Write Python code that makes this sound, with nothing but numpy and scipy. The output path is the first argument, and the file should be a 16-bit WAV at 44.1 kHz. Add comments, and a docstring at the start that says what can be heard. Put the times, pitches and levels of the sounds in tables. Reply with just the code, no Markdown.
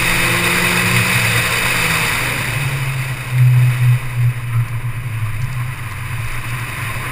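"""Small car on a cone course

A closed camera housing on the outside of the car hears it drive over concrete. The engine pulls, eases
off and sinks through the body's booming note, which drones and throbs. Wind rushes over the ringing
housing, tyres scrub and chirp in the turns, the mount knocks once and grit ticks on the body.
A coarse digital converter adds a fizzy top."""
import sys
import numpy as np
from scipy import signal
from scipy.fft import rfft, irfft
from scipy.io import wavfile
from scipy.ndimage import uniform_filter1d

SR = 44100
rng = np.random.default_rng(int(sys.argv[2]) if len(sys.argv) > 2 else 0)


def wav_record(signal):
    """Record a signal, one row per channel, as 16-bit PCM in the file named by sys.argv[1]."""
    frames = np.transpose(np.atleast_2d(signal))
    bounded = np.clip(frames, -1, 1)
    # unit amplitude maps onto the largest positive 16-bit level
    quanta = np.round(bounded * 32767).astype(np.int16)
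    wavfile.write(sys.argv[1], SR, quanta)


N = 313551


def from_db(db):
    """Turn decibels into a number to multiply by."""
    return 10 ** (np.asarray(db) / 20)


def rms_one(x):
    """Scale a signal to an average strength (rms) of 1."""
    return x / np.sqrt(np.mean(x ** 2) + 1e-20)


def in_time(rows):
    """Join a table's points with straight lines: one curve for each column after the time."""
    times, *columns = np.transpose(rows)
    return [np.interp(np.arange(N) / SR, times, column) for column in columns]


def frequencies():
    """The frequency in Hz of each step of the spectrum."""
    return np.maximum(np.arange(N // 2 + 1) * SR / N, 1)


def noise(gain):
    """Noise shaped by a gain at each frequency, at strength 1."""
    return rms_one(irfft(rfft(rng.standard_normal(N)) * gain, N))


def drift(rate_hz):
    """A random wobble, mostly slower than the given rate."""
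    return noise(1 / (1 + (frequencies() / rate_hz) ** 2))


def resonant_noise(hz, width_hz):
    """A band of noise around one pitch."""
    f = frequencies()
    return noise(1 / np.sqrt(1 + ((f * f - hz * hz) / (f * width_hz)) ** 4))


def swells(events, rise_s, fall_s):
    """A loudness curve that rises, holds and falls for each event."""
    t = np.arange(N) / SR
    curve = np.zeros(N)
    for start, length, level_db in events:
        rise = (1 + np.tanh((t - start) / rise_s / 2)) / 2
        fall = (1 + np.tanh((start + length - t) / fall_s / 2)) / 2
        curve += from_db(level_db) * rise * fall
    return curve


def hump(time, width_s):
    """A smooth hump of height 1 around one moment."""
    return np.exp(-((np.arange(N) / SR - time) / width_s) ** 2)


def die_away(hits, decay_s):
    """Give each hit a fading tail."""
    return signal.lfilter([1], [1, -np.exp(-1 / (decay_s * SR))], hits + 1e-18)


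def bursts(events, decay_s):
    """A loudness curve that jumps at each event and dies away."""
    hits = np.zeros(N)
    for time, level_db in events:
        hits[round(time * SR)] = from_db(level_db)
    return die_away(hits, decay_s)


def engine(intake_hz=476, intake_width_hz=55, rasp=0.51):
    """Muffled firings make a nearly pure tone; hard work adds overtones and a growl from the air intake."""
    # engine speed: it rises, catches once after easing off, then sinks (time [s], firings [per s])
    firing = [(0, 167.5), (1.18, 184), (1.38, 170), (1.56, 182), (1.75, 168), (2, 159), (2.5, 142.5),
              (3, 131), (3.5, 125), (4.25, 121), (5, 113), (5.5, 101.5), (6.1, 93), (7.11, 95)]
    # firing tone at the tailpipe (time [s], level [dB])
    exhaust = [(0, -28.5), (1.0, -22), (1.2, -29.5), (1.7, -35.5), (1.85, -23), (2.05, -28), (2.2, -34.5),
               (4.0, -26.5), (5.5, -34), (6.1, -30), (6.35, -47), (7.11, -33)]
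    # how hard the engine works (time [s], second harmonic [dB], growl [dB])
    load = [(0, -36, -38), (.3, -30.5, -32), (.65, -29.5, -31.5), (1.0, -35, -34.5), (1.25, -53, -32.5),
            (1.6, -42, -31.5), (2.0, -57, -38), (2.6, -54.5, -43), (7.11, -51.5, -67)]
    # the drone swells as the firing rate sinks through the body's boom (start [s], length [s], level [dB])
    surges = [(2.55, 0.62, -21), (3.35, .36, -9.5), (3.81, .15, -8), (4.18, .13, -12), (4.555, 0.06, -8.5),
              (4.82, 0.54, -21.5)]
    firing_hz = in_time(firing)[0]
    phase = 2 * np.pi * np.cumsum(firing_hz) / SR
    second_db, growl_db = in_time(load)
    drone = np.hypot(from_db(in_time(exhaust)[0]), swells(surges, rise_s=0.031, fall_s=0.017))
    tone = drone * from_db(-0.75 + 1.17 * drift(13)) * np.sin(phase)
    # no two firings are equally strong
    second = from_db(second_db) * (1 + 0.094 * drift(25)) * np.sin(2 * phase)
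    # the third harmonic swells as it meets the intake's note
    in_tune = 1 / np.hypot(1, 2 * (3 * firing_hz - intake_hz) / intake_width_hz)
    growl = from_db(growl_db - 1)
    third = growl * in_tune * (1 + rasp * drift(33)) * np.sin(3 * phase)
    intake = growl * resonant_noise(intake_hz, intake_width_hz)
    # unequal cylinders add a pulse once per turn of the crank
    lope = from_db(growl_db - 7) * (1 + rasp * drift(12)) * np.sin(phase / 2)
    return np.sqrt(2) * (lope + tone + second + third) + intake


def body(boom_hz=119.2, boom_floor_db=-27.5, judder_floor_db=-38.5):
    """The road keeps the car's panels booming and shakes the camera mount."""
    # rough patches of concrete (start [s], length [s], level [dB])
    bumps = [(.22, 0.18, -31), (.85, 0.193, -20.5), (1.08, 0.37, -24), (2.3, 0.42, -32),
             (4.66, 0.45, -28.5), (5.38, 0.32, -25.5), (6.1, 0.13, -26), (6.5, 0.11, -27),
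             (6.81, 0.058, -27)]
    # jolts of the mount (time [s], level [dB])
    jolts = [(.07, -30), (1.75, -37), (2.1, -39), (4.05, -37), (4.9, -40), (5.45, -31), (6.3, -27.5),
             (6.95, -41)]
    panels = resonant_noise(boom_hz, width_hz=16.6)
    slow_power = uniform_filter1d(panels ** 2, SR // 7) + 1e-6
    throb = rms_one(panels / np.sqrt(slow_power))   # even out slow swells, keep the quick beats
    drive = from_db(boom_floor_db) + swells(bumps, rise_s=0.014, fall_s=0.014)
    boom = from_db(-1) * drive * throb
    jolting = sum(from_db(level_db) * hump(time, width_s=0.12) for time, level_db in jolts)
    judder = from_db(judder_floor_db) + jolting
    shake = from_db(5.5) * judder * resonant_noise(hz=15, width_hz=9)
    thud = from_db(-40) * rms_one(judder ** 0.4) * resonant_noise(hz=52, width_hz=28)
    return boom + shake + thud


def airflow(full_force_db=-18):
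    """The strength of the air stream, in dB compared with its full force."""
    # air stream, strong on the straight and sinking through the turn (time [s], level [dB])
    stream = [(0, -18), (1.0, -18), (2.05, -18.5), (2.45, -23.5), (3.0, -28), (3.55, -32), (3.72, -29),
              (4.35, -35.5), (4.9, -38.5), (5.2, -35.5), (6.0, -34), (6.4, -31), (6.85, -29.5), (7.11, -30)]
    # brief dips in the stream (time [s], depth [dB])
    lulls = [(.41, 2.5), (1.631, 2.5)]
    dips_db = sum(depth_db * hump(time, width_s=0.022) for time, depth_db in lulls)
    return in_time(stream)[0] - full_force_db - dips_db


def housed_noise(colour):
    """Broad noise, made louder at the pitches where the housing rings."""
    # the housing's ringing notes (pitch [Hz], width [Hz], boost [dB])
    resonances = [(537, 38, 5.5), (645, 74, 7), (1055, 18, 6), (1630, 75, 3.5), (1957, 145, 5.5),
                  (2540, 98, 2.5), (2956, 97, 5), (3683, 150, 11), (3920, 58, 4), (4720, 170, 7.5),
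                  (5120, 190, 4.5)]
    f = frequencies()
    points_hz, points_db = np.transpose(colour)
    level_db = np.interp(np.log(f), np.log(points_hz), points_db)
    for hz, width_hz, boost_db in resonances:
        level_db += boost_db / (1 + (2 * (f - hz) / width_hz) ** 2)
    return noise(from_db(level_db))


def wind(flow_db, hiss_growth=1.31):
    """Swirling air on the housing: rush, hiss and roar flutter together; faster air sounds brighter."""
    # what the housing wall lets through of each layer (frequency [Hz], level [dB])
    rush_colour = [(400, -25.5), (750, -15.5), (930, -6.5), (1300, -6), (1700, -7), (2300, -0.5),
                   (2570, -0.5), (2720, -10), (3050, -11), (3350, -25), (4000, -29)]
    hiss_colour = [(2400, -26), (3000, -8.5), (3350, 0), (3900, 0.5), (4200, -6), (4500, -1), (5100, -0.5),
                   (5350, -7), (5700, -6), (6000, -17.5)]
    roar_colour = [(30, -16), (50, 3), (80, 5), (160, 5), (280, 4), (400, 0.5), (700, -7.5), (1000, 1),
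                   (2000, -38)]
    # low roar of air and road (time [s], level [dB])
    roar_levels = [(0, -29), (1.3, -33), (2.3, -28.5), (3.0, -36.5), (3.9, -37.5), (4.4, -41.5),
                   (6.0, -43.5), (6.5, -39.5), (7.11, -33)]
    swirls = drift(32)
    flutter_db = 0.81 * swirls
    rush = from_db(flow_db - 17 + flutter_db) * housed_noise(rush_colour)
    hiss = from_db(hiss_growth * flow_db - 25 + flutter_db) * housed_noise(hiss_colour)
    roar = from_db(in_time(roar_levels)[0] + swirls) * housed_noise(roar_colour)
    return rush + hiss + roar


def whistle(flow_db, growth=1.4, waver_db=2.0):
    """An edge of the housing whistles hoarsely, growing faster with speed than the rush does."""
    level_db = growth * flow_db - 28 + waver_db * drift(17)
    return from_db(level_db) * resonant_noise(hz=2545, width_hz=110)


def tyres(grab_db=2.5):
    """The tread grabs and scrubs on the concrete, and now and then slips into a short chirp."""
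    # bands the tyres sing in, the air inside them first (pitch [Hz], width [Hz], relative level [dB])
    tread = [(280, 140, -15), (1035, 86, -5), (1210, 130, -9), (1626, 310, -7.5), (2110, 690, -2.5)]
    # strength of the scrubbing (time [s], level [dB])
    scrub = [(0, -40.5), (2, -36), (2.8, -63), (3.6, -45), (4.2, -40), (6.1, -35), (6.8, -31.5),
             (7.11, -31)]
    # short slips (time [s], pitch [Hz], width in time [s], level [dB])
    chirps = [(4.571, 1280, 0.057, -36.5), (5.27, 1170, 0.033, -39.5), (6.78, 1170, .04, -37)]
    song = sum(from_db(level_db) * resonant_noise(hz, width_hz) for hz, width_hz, level_db in tread)
    sound = from_db(in_time(scrub)[0] - grab_db * drift(13)) * song
    for time, hz, width_s, level_db in chirps:
        sound += from_db(level_db) * hump(time, width_s) * resonant_noise(hz, width_hz=130)
    return sound


def knock():
    """One light knock on the mount, duller than the grit."""
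    # the knock (time [s], level [dB])
    knocks = [(3.382, -21.5)]
    return bursts(knocks, decay_s=0.01) * resonant_noise(hz=2060, width_hz=500)


def grit(decay_s=0.0027, grains_per_s=32, spread_db=3):
    """Each grain thrown at the body gives a bright tick that dies in a few milliseconds."""
    # the louder grains (time [s], relative peak [dB])
    big_grains = [(4.685, -48), (5.418, -40.5), (5.425, -43), (5.444, -45), (5.529, -43), (5.913, -44),
                  (5.921, -45), (5.971, -48), (6.246, -42), (6.284, -44.5), (6.32, -42), (6.356, -46),
                  (6.49, -43), (6.504, -42), (6.598, -44), (6.699, -44), (6.823, -43)]
    # when finer grit patters between them (start [s], length [s], level [dB])
    spray = [(5.4, 1.3, -52)]
    arrivals = rng.random(N) < grains_per_s / SR
    fine_grains = arrivals * from_db(spread_db * rng.standard_normal(N))
    patter = die_away(fine_grains * swells(spray, rise_s=0.05, fall_s=0.05), decay_s)
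    ticks = from_db(10.5) * bursts(big_grains, decay_s)
    return (ticks + patter) * resonant_noise(hz=4950, width_hz=1400)


def scene():
    """Everything that reaches the one microphone."""
    flow_db = airflow()
    return (engine() + body() + wind(flow_db) + whistle(flow_db) + tyres() + grit() + knock())[None]


def record(dry):
    """A slow converter holds each sample, which mirrors the sound into the treble; the very top is cut."""
    converter_hz, cutoff_hz = 12000, 15300
    coarse = signal.resample(dry, round(N * converter_hz / SR), axis=-1)
    held = signal.resample(np.repeat(coarse, 4, axis=-1), N, axis=-1)
    return irfft(rfft(held) / (1 + (frequencies() / cutoff_hz) ** 600), N)


dry = scene()
out = record(dry)
wav_record(out)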